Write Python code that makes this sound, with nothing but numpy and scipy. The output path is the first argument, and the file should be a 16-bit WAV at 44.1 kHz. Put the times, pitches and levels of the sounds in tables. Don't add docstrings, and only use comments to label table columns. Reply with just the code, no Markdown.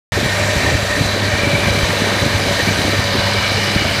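import sys
import numpy as np
from scipy import signal
from scipy.io import wavfile

SR = 44100
rng = np.random.default_rng(int(sys.argv[2]) if len(sys.argv) > 2 else 0)


def bounce(signal):
    frames = np.transpose(np.atleast_2d(signal))
    limited = np.clip(frames, -1, 1)
    pcm = np.round(limited * 32767).astype(np.int16)
    wavfile.write(sys.argv[1], SR, pcm)


N = 176400
TIME = np.arange(N) / SR
START_S = .1202

MAINS_HZ, SHAFT_HZ, SHAFT_WANDER_HZ = 50, 47.54, 0.024
# multiple of the mains rate, level/dB
HUM_TONES = [(2, -26.5), (4, -34)]
# multiple of the shaft rate, level/dB
BLADE_TONES = [(1, -59), (7, -53), (12, -34), (14, -42.5), (21, -45.5), (24, -61)]
# t/s, level/dB
BLADE_LEVEL = [(.12, 0), (.55, -4.5), (.95, 2), (1.15, -8), (1.4, 0), (1.55, 7.5), (1.76, 7), (1.85, -5.5),
               (2.1, 6), (2.19, 0), (2.28, 6), (2.37, -5), (2.5, 6.5), (2.64, -8), (2.78, -2), (2.89, 6),
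               (3.08, 5), (3.3, 4), (3.65, 2.5), (4, 4.5)]

CASING_DB, RATTLES_PER_S, RATTLE_SPREAD_DB = -20.5, 9000, 2.5
# t/s, level/dB
RATTLE_LEVEL = [(.12, -0.5), (.3, 0.3), (1.4, .4), (2.1, -0.75), (3.2, -1), (4, -1.9)]
# f/Hz, width/Hz, level halfway through/dB, change/(dB per s)
LESSER_RINGS = [(595, 50, -1, -2.5), (692, 56, -21, 7), (950, 59, -6, 1), (1224, 134, -4, 2.2),
                (1577, 88, 0.5, 1.1), (1920, 60, -10, 1.5), (2183, 135, -2, 2), (2524, 47, -11.5, -2),
                (2693, 43, -7, -0.5), (2940, 130, -4, 4), (3570, 100, -8, 2), (4255, 420, -1, 2.5),
                (4600, 190, -4, 1), (4950, 230, -7, 4.5), (6000, 420, -5.5, 1), (7220, 1200, -11, -3)]
# t/s, level/dB
LOW_RING = [(.12, 1), (.27, 3), (.55, -0.5), (.72, 5.5), (.8, -1), (.96, 6), (1.08, -2), (1.27, 1),
            (1.35, 5), (1.52, -7), (2.05, 0), (2.38, 0), (2.48, -11), (2.58, 7), (2.7, -4), (2.98, 5),
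            (3.33, -5), (3.67, 4.5), (3.79, -6), (3.93, 2), (4, 4)]
MIDDLE_RING = [(.12, -3), (.45, -3), (.72, 0), (.87, -9), (.97, 2), (1.15, -8), (1.43, 6), (1.8, 0.5),
               (1.9, -9), (2.12, 0), (2.28, -6), (2.4, 3), (2.54, -18), (2.68, 8), (2.79, -8), (2.93, 1),
               (3.3, -9), (3.45, 6.5), (3.62, -2), (3.78, 4), (4, 4)]
HIGH_RING = [(.12, -3), (.6, -1.5), (.88, -2.5), (1.12, 4), (1.23, -4), (1.42, -2), (1.65, -3.5),
             (1.86, 2.5), (2.03, -1.5), (2.18, 1), (2.6, -0.5), (2.92, 2.5), (3.3, 0), (3.5, 3.5),
             (3.59, -4), (3.78, 4), (3.88, -3), (4, 0)]
# t/s, level/dB
HISS_LEVEL = [(.12, 7), (.7, 5), (.85, -3), (1.4, -3), (2.3, -16), (2.9, -1), (3.3, -1), (3.64, 12),
              (3.82, -1), (4, 2)]
# t/s, level/dB
TOP_RING = [(.12, -4), (1.25, 0), (1.48, 7), (1.8, -1), (2.4, 1), (2.88, 2), (3.1, -5), (4, -4)]
# f/Hz, width/Hz, level/dB, swell curve
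SWELLING_RINGS = [(1826.5, 57, 2, LOW_RING), (2318, 52, 2, MIDDLE_RING), (3964, 87, 1, HIGH_RING),
                  (5550, 570, -12, HISS_LEVEL), (9360, 380, -18, TOP_RING)]

# f/Hz, level/dB
RUSH_SPECTRUM = [(60, -15), (150, 2.5), (350, -6.5), (620, 1.5), (850, -2.5), (1400, -3.5), (2100, 0),
                 (2700, -5), (3400, -3.5), (4500, -10.5), (5400, -14), (7000, -16.5), (10000, -22),
                 (15500, -30.5)]
# f/Hz, width/Hz
RUSH_DIPS = [(1385, 30), (2590, 80), (2755, 140), (3380, 20)]

RUMBLE_DB, TURBULENCE_DB, EDDIES_PER_S = -4.5, 5, 64
RUMBLE_SPLIT_HZ, MIC_LOW_CUT_HZ = 144, 31
# f/Hz, level/dB
RUMBLE_SPECTRUM = [(20, -30), (35, -24), (55, -13), (80, -1), (120, -2), (165, -11.5), (240, -6.5),
                   (330, -14), (500, -7.5), (900, -22), (2000, -29)]
# t/s, deep level/dB, upper level/dB
RUMBLE_LEVELS = [(.12, -9, -31), (.21, -17, -19), (.36, -22, -23), (.66, -12, -17.5), (.85, -18, -25),
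                 (.95, -19, -23), (1.05, -19, -19.5), (1.22, -19, -18), (1.5, -19.5, -19), (1.72, -17, -19),
                 (1.9, -16.5, -21), (2.1, -22, -16), (2.3, -15.5, -20), (2.48, -20, -17),
                 (2.8, -17.5, -18.5), (3.2, -16.5, -21), (3.44, -21.5, -28), (3.56, -16.5, -19.5),
                 (3.66, -32, -20.5), (3.77, -15, -20), (4, -24, -20.5)]

PUSH_CYCLES, WAKE_S = 0.37, 0.0097
WAKE_DB, WAKE_SPAN = -12, 2.27
# t/s, level/dB, centre f/Hz
BUFFETS = [(0.177, -7.5, 380), (.188, -10, 240), (0.231, -10, 260), (0.402, -14, 200), (0.458, -17, 420),
           (0.567, -11.5, 110), (0.649, -14, 300), (.675, -12, 78), (0.751, -7.5, 104.6),
           (.976, -10, 221.6), (1.012, -8.5, 143), (1.056, -11, 78.2), (1.089, -15, 81.1),
           (1.164, -11.5, 284), (1.29, -22, 112.4), (1.336, -12.5, 91.5), (1.474, -9, 205),
           (1.538, -8.5, 134.6), (1.673, -9, 120), (1.708, -12, 82.4), (1.776, -13.5, 151),
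           (1.833, -7, 77.7), (1.895, -11, 179), (2.022, -7.5, 215), (2.072, -13, 284), (2.236, -17, 253),
           (2.264, -7, 180), (2.347, -17, 101.3), (2.431, -15, 158.8), (2.62, -14, 90.2), (2.675, -10, 202),
           (2.712, -11, 181), (2.792, -10, 179.3), (2.85, -10.5, 172), (2.882, -5.5, 550),
           (2.931, -23, 128), (3.122, -19, 111.7), (3.155, -8.5, 380), (3.352, -13, 418), (3.554, -18, 90),
           (3.702, -17, 162), (3.764, -8, 109.5), (3.944, -16, 142)]

TREBLE_HZ = 6500
# t/s, level below the treble/dB, treble level/dB
MIC_COLOUR = [(.12, -0.5, 0.5), (.62, 0.5, 0.2), (.84, -1, -.7), (1.0, -1.5, 1), (1.22, -0.7, -2.5),
              (1.45, 0, -1), (1.8, 1.1, 2), (2.4, 0.2, 1), (2.85, -0.1, 1.5), (3.05, -1.1, -0.3),
              (3.3, 0.4, -1.3), (4, -0.55, -0.6)]


def from_db(db):
    return 10 ** (np.asarray(db) / 20)


def unit_power(x):
    return x / np.sqrt(np.mean(x ** 2) + 1e-20)


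def curves(rows):
    times, *columns = np.transpose(rows)
    return [np.interp(TIME, times, column) for column in columns]


def drift(rate_hz):
    step, settle = 40, 2000
    pole = np.exp(-2 * np.pi * step * rate_hz / SR)
    noise = rng.standard_normal(N // step + settle + 2)
    slow = signal.lfilter([1], [1, -2 * pole, pole * pole], noise)[settle:]
    return np.interp(np.arange(N) / step, np.arange(len(slow)), unit_power(slow - slow.mean()))


def gentle_filter(x, hz, kind):
    return signal.sosfilt(signal.butter(2, hz, kind, fs=SR, output="sos"), x)


def flickering_noise(spectrum, flicker_db):
    hz, db = np.transpose(spectrum)
    edges = 20 * 2 ** (np.arange(30) / 3)
    white, out = rng.standard_normal((3, N)), 0
    for k, (low, high) in enumerate(zip(edges, edges[1:])):
        if low < hz[-1]:
            level_db = np.interp(np.log(low * high) / 2, np.log(hz), db)
            band = gentle_filter(white[k % 3], [low, high], "band")
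            out += from_db(level_db + flicker_db * drift(26)) * band
    return unit_power(out)


def tones(turns, table, waver_db):
    out = 0
    for multiple, db in table:
        peak = np.sqrt(2) * from_db(db + waver_db * drift(2.5))
        out += peak * np.sin(2 * np.pi * (multiple * turns + rng.random()))
    return out


def motor_hum(flutter_db=1.5):
    hum = tones(MAINS_HZ * TIME, HUM_TONES, waver_db=-0.5)
    return hum * from_db(flutter_db * drift(6.2))


def blade_song():
    shaft_turns = np.cumsum(SHAFT_HZ + SHAFT_WANDER_HZ * drift(2.0)) / SR
    blade_db, = curves(BLADE_LEVEL)
    return from_db(blade_db) * tones(shaft_turns, BLADE_TONES, waver_db=2.1)


def ring(x, hz, width_hz):
    pole = np.exp(-np.pi * width_hz / SR)
    return signal.lfilter([1, 0, -1], [1, -2 * pole * np.cos(2 * np.pi * hz / SR), pole * pole], x)


def casing_rattle(swell_db=1.6, flutter_db=1.5):
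    hits = rng.random(N) < RATTLES_PER_S / SR
    knocks = hits * from_db(RATTLE_SPREAD_DB * np.minimum(rng.exponential(1, N), 4))
    rings = []
    for hz, width, db, db_per_s in LESSER_RINGS:
        rings.append((hz, width, db + db_per_s * (TIME - TIME.mean()) + swell_db * drift(1.7)))
    for hz, width, db, swell in SWELLING_RINGS:
        rings.append((hz, width, db + curves(swell)[0] + flutter_db * drift(27)))
    ringing = 0
    for hz, width, db in rings:
        ringing += from_db(db) * unit_power(ring(knocks * rng.standard_normal(N), hz, width))
    rattle_db, = curves(RATTLE_LEVEL)
    return from_db(CASING_DB + rattle_db) * unit_power(ringing)


def air_rush(level_db=-22):
    rush = flickering_noise(RUSH_SPECTRUM, flicker_db=1.8)
    for hz, width in RUSH_DIPS:
        rush = signal.lfilter(*signal.iirnotch(hz, hz / width, fs=SR), rush)
    return from_db(level_db) * rush


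def draught():
    noise = flickering_noise(RUMBLE_SPECTRUM, flicker_db=1.5)
    churn = from_db(TURBULENCE_DB * np.clip(drift(EDDIES_PER_S), -2, 2))
    rumble = unit_power(noise * churn)
    deep = signal.sosfiltfilt(signal.butter(3, RUMBLE_SPLIT_HZ, fs=SR, output="sos"), rumble)
    upper = rumble - deep + small_eddies()
    deep_db, upper_db = curves(RUMBLE_LEVELS)
    wind = from_db(RUMBLE_DB) * (from_db(deep_db) * deep + from_db(upper_db) * upper)
    return gentle_filter(wind + buffets(), MIC_LOW_CUT_HZ, "high")


def small_eddies(per_s=45, band_hz=(180, 430), relative_db=-11.5):
    knocks = (rng.random(N) < per_s / SR) * rng.choice([-1, 1], N)
    return from_db(relative_db) * unit_power(gentle_filter(knocks + 1e-18, band_hz, "band"))


def bump(at_s, half_length_s):
    return np.exp(-np.minimum(((TIME - at_s) / half_length_s) ** 2 / 2, 20))


def buffets(dull_above_hz=650):
    out = 0
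    for at_s, db, hz in BUFFETS:
        push = bump(at_s, PUSH_CYCLES / hz) * np.sin(2 * np.pi * (hz * TIME + rng.random()))
        churn = gentle_filter(rng.standard_normal(N), [hz / WAKE_SPAN, hz * WAKE_SPAN], "band")
        wake = bump(at_s, WAKE_S) * unit_power(churn)
        out += from_db(db) * (push + from_db(WAKE_DB) * wake)
    return gentle_filter(out, dull_above_hz, "low")


def scene():
    pump_tones = motor_hum() + blade_song()
    noise = casing_rattle() + air_rush()
    treble = signal.sosfiltfilt(signal.butter(2, TREBLE_HZ, "high", fs=SR, output="sos"), noise)
    body_db, treble_db = curves(MIC_COLOUR)
    coloured = from_db(body_db) * (noise - treble) + from_db(treble_db) * treble
    sound = pump_tones + coloured + draught()
    return np.array([sound, sound])


def record(dry):
    rounded = 1.248 * np.tanh(dry * (TIME >= START_S) / 1.154)
    return signal.sosfilt(signal.ellip(12, .1, 90, 15350, fs=SR, output="sos"), rounded)


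dry = scene()
out = record(dry)
bounce(out)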